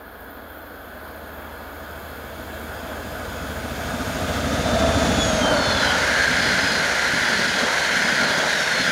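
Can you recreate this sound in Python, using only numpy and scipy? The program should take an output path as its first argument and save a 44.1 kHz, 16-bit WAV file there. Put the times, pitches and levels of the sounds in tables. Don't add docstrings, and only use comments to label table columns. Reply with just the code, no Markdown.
import sys
import numpy as np
from scipy import signal
from scipy.fft import rfft, irfft, next_fast_len
from scipy.io import wavfile

SR = 44100
rng = np.random.default_rng(int(sys.argv[2]) if len(sys.argv) > 2 else 0)


def master(y):
    cut = np.clip(np.atleast_2d(y).T, -1, 1)
    pcm = np.round(cut * 32767)
    wavfile.write(sys.argv[1], SR, pcm.astype(np.int16))


N = 392931
T = np.arange(N) / SR
FREQS = np.fft.rfftfreq(next_fast_len(N, True), 1 / SR)

TRAIN_M_PER_S, SOUND_M_PER_S = 30.2, 343.
TRACK_M, ABREAST_S = 6.8, 5.33
FIRST_BOGIE_S = 5.73
COACH_S, BOGIE_S, AXLE_S = .831, .574, .081

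# f/Hz, width/Hz, level/dB before loss and fade, loss/dB per 100 m
RAIL_BANDS = [(284, 103, -44, 3), (466, 137, -37.5, 9.5), (910, 890, -37.5, 5), (1254, 91, -34, 23),
              (1488, 135, -35.5, 8), (1660, 120, -41.5, 5.5), (2265, 130, -43.5, 14),
              (2640, 220, -44.5, 13.5), (3340, 330, -40.5, 11.5), (4150, 660, -49.5, 8),
              (4950, 380, -44, 17.5), (6680, 270, -41, 21.5), (7420, 610, -43, 22), (8830, 580, -43.5, 24),
              (9560, 250, -52.5, 8), (10500, 1100, -48.5, 14.5), (12020, 1000, -51, 4),
              (13400, 500, -56, 3), (14300, 800, -54, 1), (15500, 900, -57, 4)]
# t/s, gain/dB
RAIL_SONG_FADE = [(0, -1.5), (2.5, -0.5), (4.3, -0.5), (4.9, -6), (5.8, -14.5), (8.9, -21)]
# multiple of the four-stroke cycle rate, relative level/dB
EXHAUST_LINES = [(5, -21), (6, -29), (7, -16), (8, -4), (9, -10.5), (10, -35), (11, 1.5), (12, -8.5),
                 (13, -7.5), (14, -34), (15, -17), (16, -10.5), (17, -48), (18, -25), (19, -8), (20, -10),
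                 (21, -24), (22, -19), (29, -19), (32, -11.5), (34, -19), (35, -16), (36, -19)]
# t/s, level/dB
EXHAUST_ECHO = [(0, -67), (4.5, -64), (5.8, -37.5), (6.4, -38), (7.2, -44.5), (8.9, -51.5)]
# f/Hz, relative level/dB
BOOM_SPECTRUM = [(90, 1), (130, -12), (160, -5.5), (190, -5.5), (249, -0.5), (296, -5.5), (335, -18),
                 (390, -15)]
ROAR_SPECTRUM = [(330, -11), (370, -13.5), (450, -5), (492, -3.5), (570, -4.5), (630, 1), (693, -2),
                 (771, -8), (1050, -14), (1130, -14), (1270, -7), (1500, -17)]
WHEEL_SPECTRUM = [(650, -48), (1100, -32), (1240, -26.5), (1420, -2.5), (1590, 0.5), (1880, -5), (2130, -5),
                  (2380, -12.5), (2620, -31), (2900, -15.5), (3770, -43), (6380, -120)]
HISS_SPECTRUM = [(2200, -14), (2500, 0), (2680, -4), (3320, -2.5), (3800, -2), (4250, -4.5), (4600, -3.5),
                 (4950, -8), (5250, -6), (6600, -6), (7900, -16.5), (10000, -16), (11800, -24.5),
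                 (13200, -26), (15700, -33)]
RUMBLE_SPECTRUM = [(55, -40), (76, -21), (102, -19), (145, -0.5), (231, 1), (260, -2.5), (327, -9),
                   (400, -8.5), (450, -7)]
BALLAST_SPECTRUM = [(190, -13), (330, -12.5), (597, -1.5), (798, -6.5), (895, -4.5), (1180, -10.5),
                    (1310, -7), (1400, -1.5), (1820, -23), (3080, -120)]
# f/Hz, width/Hz, level/dB against the hiss
SHEEN_MODES = [(3130, 190, -5), (4210, 430, 0), (4920, 120, -10.5)]
# loudest t/s, base level/dB, reach/m, loss/dB per doubling of distance coming, the same going
THROB_PASSBY = (5, -27.5, 21.5, 7, 22)
BOOM_PASSBY = (5, -26, 20, 10, 12)
ROAR_PASSBY = (5, -24, 9.5, 5.5, 8.5)
FAN_PASSBY = (5.33, -29.3, 14.5, 14.5, 16)
RUMBLE_PASSBY = (6.5, -36, 15, 24.5, 0.7)
WHEEL_PASSBY = [(4.95, -37.5, 20, 10.3, 4), (6.12, -28.5, 9, 7.7, 0)]
HISS_PASSBY = [(5.2, -38.5, 32.4, 17.6, 37), (6, -37, 12, 11, 0)]
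BALLAST_PASSBY = [(5.5, -25, 5.7, 14, 5), (6.3, -30.5, 12.7, 14, 0)]
TURBO_PASSBY = [(5.09, -38.5, 23.4, 16.5, 20), (5.28, -37.5, 5.9, 11, 14), (5.25, -50, 5.6, 14, 18)]
# t/s, half length/s, gain/dB
GROWL_SWELLS = [(4.84, .09, 13.5), (5.53, .1, 7.5)]
# t/s, half length/s, partial, gain/dB
WHISTLE_FLARES = [(4.87, .045, 1, 5), (5.218, 0.024, 1, 17), (5.47, .055, 1, 12), (5.303, 0.022, 2, 9.5)]
LOCO_AXLE_TIMES = [5.07, 5.174, 5.43, 5.531]
# delay/s after the near one, relative level/dB, clank/dB against the thud
PLATFORM_WELDS = [(0, -20.5, -8.5), (.155, -24, -3)]
# f/Hz, t60/s, relative level/dB
THUD_MODES = [(139, 0.089, -0.5), (188, 0.055, 10.5), (227.5, 0.098, 4), (254.3, 0.13, -2)]
# f/Hz, delay/s after it meets the near weld, relative level/dB
BOGIE_MODES = [(1530, 0.24, -37), (3330, .16, -35.5), (4280, -.06, -36), (4950, .13, -36)]
# t/s, half length/s, f/Hz, relative level/dB
SINGLE_WHEEL_RINGS = [(5.235, .03, 5120, -39), (5.66, .08, 5230, -41), (5.66, 0.094, 4310, -30.5),
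                      (5.7, 0.089, 3510, -28.5), (5.85, 0.046, 4020, -32), (5.87, .04, 4800, -46),
                      (5.902, .1, 1477, -28), (6.201, 0.096, 1665, -24), (6.72, .06, 4950, -35),
                      (8.6, 0.11, 3750, -34), (8.62, .1, 5450, -38), (8.78, .06, 4280, -38),
                      (8.85, .09, 3480, -33)]
# t/s, half length/s, gain/dB
TRACK_BED_SURGES = [(5.97, 0.14, 4.5), (6.854, 0.14, 0.6), (7.72, 0.12, 3.5), (8.42, 0.15, 2)]


def undb(db):
    return 10 ** (np.asarray(db) / 20)


def fader(points):
    return np.interp(T, *np.transpose(points))


def bell(s, half_s):
    return np.exp(-((T - s) / half_s) ** 2 / 2)


def walk(rate, part=slice(None)):
    knots = rng.standard_normal(4096)
    place = T[part] * rate
    k = place.astype(int)
    ease = np.sin(np.pi / 2 * (place - k))
    return knots[k % len(knots)] * np.sqrt(1 - ease ** 2) + knots[(k + 1) % len(knots)] * ease


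def rough_tone(phase, rate, part=slice(None)):
    return walk(rate, part) * np.sin(phase) + walk(rate, part) * np.cos(phase)


def noise(gain, band=slice(None)):
    bins = gain * np.exp(2j * np.pi * rng.random(len(FREQS)))
    return irfft(bins)[:N] * len(FREQS) * np.sqrt(2 / np.sum(gain[band] ** 2))


def coloured(spectrum, low_hz, high_hz):
    hz, db = np.transpose(spectrum)
    gain = undb(np.interp(np.log(FREQS + 1), np.log(hz), db, left=-120, right=-120))
    return noise(gain, (FREQS > low_hz) & (FREQS < high_hz))


def resonance(hz, width_hz, comb=1):
    return noise(comb / (1 + ((FREQS - hz) / (width_hz / 2)) ** 2 / 2))


def doppler(abreast_s):
    along_m = TRAIN_M_PER_S * (T - abreast_s)
    return 1 / (1 + TRAIN_M_PER_S / SOUND_M_PER_S * along_m / np.hypot(along_m, TRACK_M))


def passby_db(loudest_s, db, reach_m, coming_db, going_db):
    doublings = np.log2(np.hypot(TRAIN_M_PER_S * (T - loudest_s), reach_m) / reach_m)
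    return db - np.where(T < loudest_s, coming_db, going_db) * doublings


def train_gain(passbys):
    return np.sqrt(sum(undb(passby_db(*row)) ** 2 for row in passbys))


def coach_swell(lag_s):
    since = T - FIRST_BOGIE_S
    return np.clip(2 * since / COACH_S, 0, 1) * np.cos(2 * np.pi * (since - lag_s) / COACH_S)


def bogie_times(coaches=4):
    return [FIRST_BOGIE_S + k * COACH_S + rear for k in range(coaches) for rear in (0, BOGIE_S)]


def axle_times():
    return list(LOCO_AXLE_TIMES) + [s + lag for s in bogie_times() for lag in (0, AXLE_S)]


def rail_song(shimmer_db=1.2, sizzle_db=0.14, comb_db=2.0):
    away_m = TRAIN_M_PER_S * np.maximum(ABREAST_S - T, 0)
    lines_hz = np.geomspace(700, SR / 2, 520)
    comb = undb(comb_db * np.interp(FREQS, lines_hz, rng.standard_normal(len(lines_hz))))
    song = sum(resonance(hz, width, comb) * undb(db - loss * away_m / 100 + shimmer_db * walk(12))
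               for hz, width, db, loss in RAIL_BANDS)
    return song * undb(fader(RAIL_SONG_FADE) + sizzle_db * walk(25.07))


def rail_ticks(tick_db=-43, fade_db_per_s=2.2, t60=.09, rise_s=.002, earlier_s=5.23):
    envelope, t = np.zeros(N), T[:SR // 4]
    tick = undb(-60 * t / t60) * (1 - np.exp(-t / rise_s))
    for s in np.array(axle_times()) - earlier_s:
        for lag_s, db in ((0, 0), (.039, -4)):
            start = int((s + lag_s) * SR)
            if start >= 0:
                envelope[start:start + len(t)] += undb(tick_db + db - fade_db_per_s * s) * tick
    return envelope * (resonance(13450, 600) + resonance(14600, 1400)) / np.sqrt(2)


def cylinder_throb(cycles, waver_db=2.0):
    out = 0
    for k, db in EXHAUST_LINES:
        in_step = k % 2 == 1 and k < 16
        offset = .04 * rng.standard_normal() if in_step else rng.random()
        out = out + undb(db + waver_db * walk(6)) * np.cos(2 * np.pi * (k * cycles + offset))
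    return out / np.std(out)


def ground_dip(x, dip_hz=135, width_hz=70, depth=0.72, clear_s=2.9):
    shape = np.exp(-((FREQS - dip_hz) / (width_hz / 2)) ** 2 / 2)
    band = irfft(rfft(x, 2 * (len(FREQS) - 1)) * shape)[:N]
    return x - depth * np.clip((clear_s - T) / 2, 0, 1) * band


def exhaust(cycle_hz=6.252, puff_depth=0.046):
    pitch = doppler(ABREAST_S)
    cycles = np.cumsum(cycle_hz * pitch) / SR
    throb = cylinder_throb(cycles) * undb(passby_db(*THROB_PASSBY))
    echo = cylinder_throb(T * cycle_hz * pitch[0]) * undb(fader(EXHAUST_ECHO))
    firing = np.cos(2 * np.pi * 16 * cycles)
    shaft = np.cos(2 * np.pi * 2 * cycles)
    boom = coloured(BOOM_SPECTRUM, 170, 330) * (1 + .4 * shaft) * undb(passby_db(*BOOM_PASSBY))
    roar = coloured(ROAR_SPECTRUM, 450, 800) * (1 + .1 * shaft) * undb(passby_db(*ROAR_PASSBY))
    return ground_dip(throb + echo + (boom + roar) * (1 + puff_depth * firing))


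def rolling(swell_db=0.86, grit_db=0.65, flicker_db=3):
    wheels = coloured(WHEEL_SPECTRUM, 1850, 2400)
    hiss = coloured(HISS_SPECTRUM, 5200, 6300)
    sheen = sum(resonance(hz, width) * undb(db + flicker_db * walk(10)) for hz, width, db in SHEEN_MODES)
    coach_share = np.clip((T - ABREAST_S) * 2, 0, 1)
    treble = (hiss + sheen * coach_share) * train_gain(HISS_PASSBY)
    roar = wheels * train_gain(WHEEL_PASSBY) * undb(swell_db * coach_swell(lag_s=-0.18))
    return (roar + treble) * undb(grit_db * walk(160))


def cooling_fan(blade_hz=608, abreast_s=5.55, octave_db=-16):
    phase = 2 * np.pi * np.cumsum(blade_hz * doppler(abreast_s)) / SR
    growl = rough_tone(phase, 85) + undb(octave_db) * rough_tone(2 * phase, 70)
    swell_db = sum(db * bell(s, half_s) for s, half_s, db in GROWL_SWELLS)
    return growl * undb(passby_db(*FAN_PASSBY) + swell_db)


def turbocharger(blade_hz=3262, abreast_s=5.345, flutter=0.004, flicker_db=2):
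    hz = blade_hz * doppler(abreast_s) * (1 + flutter * walk(130))
    phase = 2 * np.pi * np.cumsum(hz) / SR
    out = 0
    for k, row in enumerate(TURBO_PASSBY, 1):
        flare_db = sum(db * bell(s, half_s) for s, half_s, partial, db in WHISTLE_FLARES if partial == k)
        out = out + undb(passby_db(*row) + flare_db + flicker_db * walk(35)) * np.sin(k * phase)
    return np.sqrt(2) * out


def weld_thuds(gain_db=-4, loco_db=4.0, scatter_db=2.2, rise_s=0.0066, clank_t60=0.06):
    out, t = np.zeros(N + 2 * SR), T[:SR // 4]
    metal = resonance(760, 600)
    attack = 1 - np.exp(-t / rise_s)
    for s in axle_times():
        axle_db = gain_db + loco_db * (s in LOCO_AXLE_TIMES)
        for lag_s, weld_db, clank_db in PLATFORM_WELDS:
            force, *detunes = rng.standard_normal(1 + len(THUD_MODES))
            thud = sum(undb(db - 60 * t / t60) * np.sin(2 * np.pi * hz * (1 + .05 * detune) * t)
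                       for (hz, t60, db), detune in zip(THUD_MODES, detunes))
            span = int((s + lag_s) * SR) + np.arange(len(t))
            clank = metal[span % N] * undb(clank_db - 60 * t / clank_t60)
            out[span] += undb(axle_db + weld_db + scatter_db * force) * (thud + clank) * attack
    return out[:N]


def wheel_rings(sag_per_s=0.21, blur_rate=220, ring_half_s=0.1, gain_db=-1, detune=0.0078):
    out = np.zeros(N)
    rings = [(s + lag_s, ring_half_s, hz * (1 + detune * rng.standard_normal()), db)
             for s in bogie_times() for hz, lag_s, db in BOGIE_MODES]
    for s, half_s, hz, db in rings + list(SINGLE_WHEEL_RINGS):
        near = np.abs(T - s) < .5
        t = T[near] - s
        phase = 2 * np.pi * hz * (t - sag_per_s * t ** 2 / 2)
        out[near] += undb(db + gain_db) * bell(s, half_s)[near] * rough_tone(phase, blur_rate, near)
    return out


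def coach_rumble(swell_db=2.5, flicker_db=.71):
    rumble = coloured(RUMBLE_SPECTRUM, 120, 330)
    ballast = coloured(BALLAST_SPECTRUM, 450, 1150) * train_gain(BALLAST_PASSBY)
    rumble_db = passby_db(*RUMBLE_PASSBY) + swell_db * coach_swell(lag_s=-0.013)
    surge_db = sum(db * bell(s, half_s) for s, half_s, db in TRACK_BED_SURGES)
    return rumble * undb(rumble_db) + ballast * undb(surge_db + flicker_db * walk(24))


def scene():
    engine = exhaust() + turbocharger() + cooling_fan()
    track = rail_song() + rail_ticks() + rolling() + coach_rumble() + wheel_rings() + weld_thuds()
    return np.array([engine + track] * 2)


def record(dry):
    return signal.sosfilt(signal.ellip(10, .1, 80, 15700, fs=SR, output="sos"), dry)


dry = scene()
out = record(dry)
master(out)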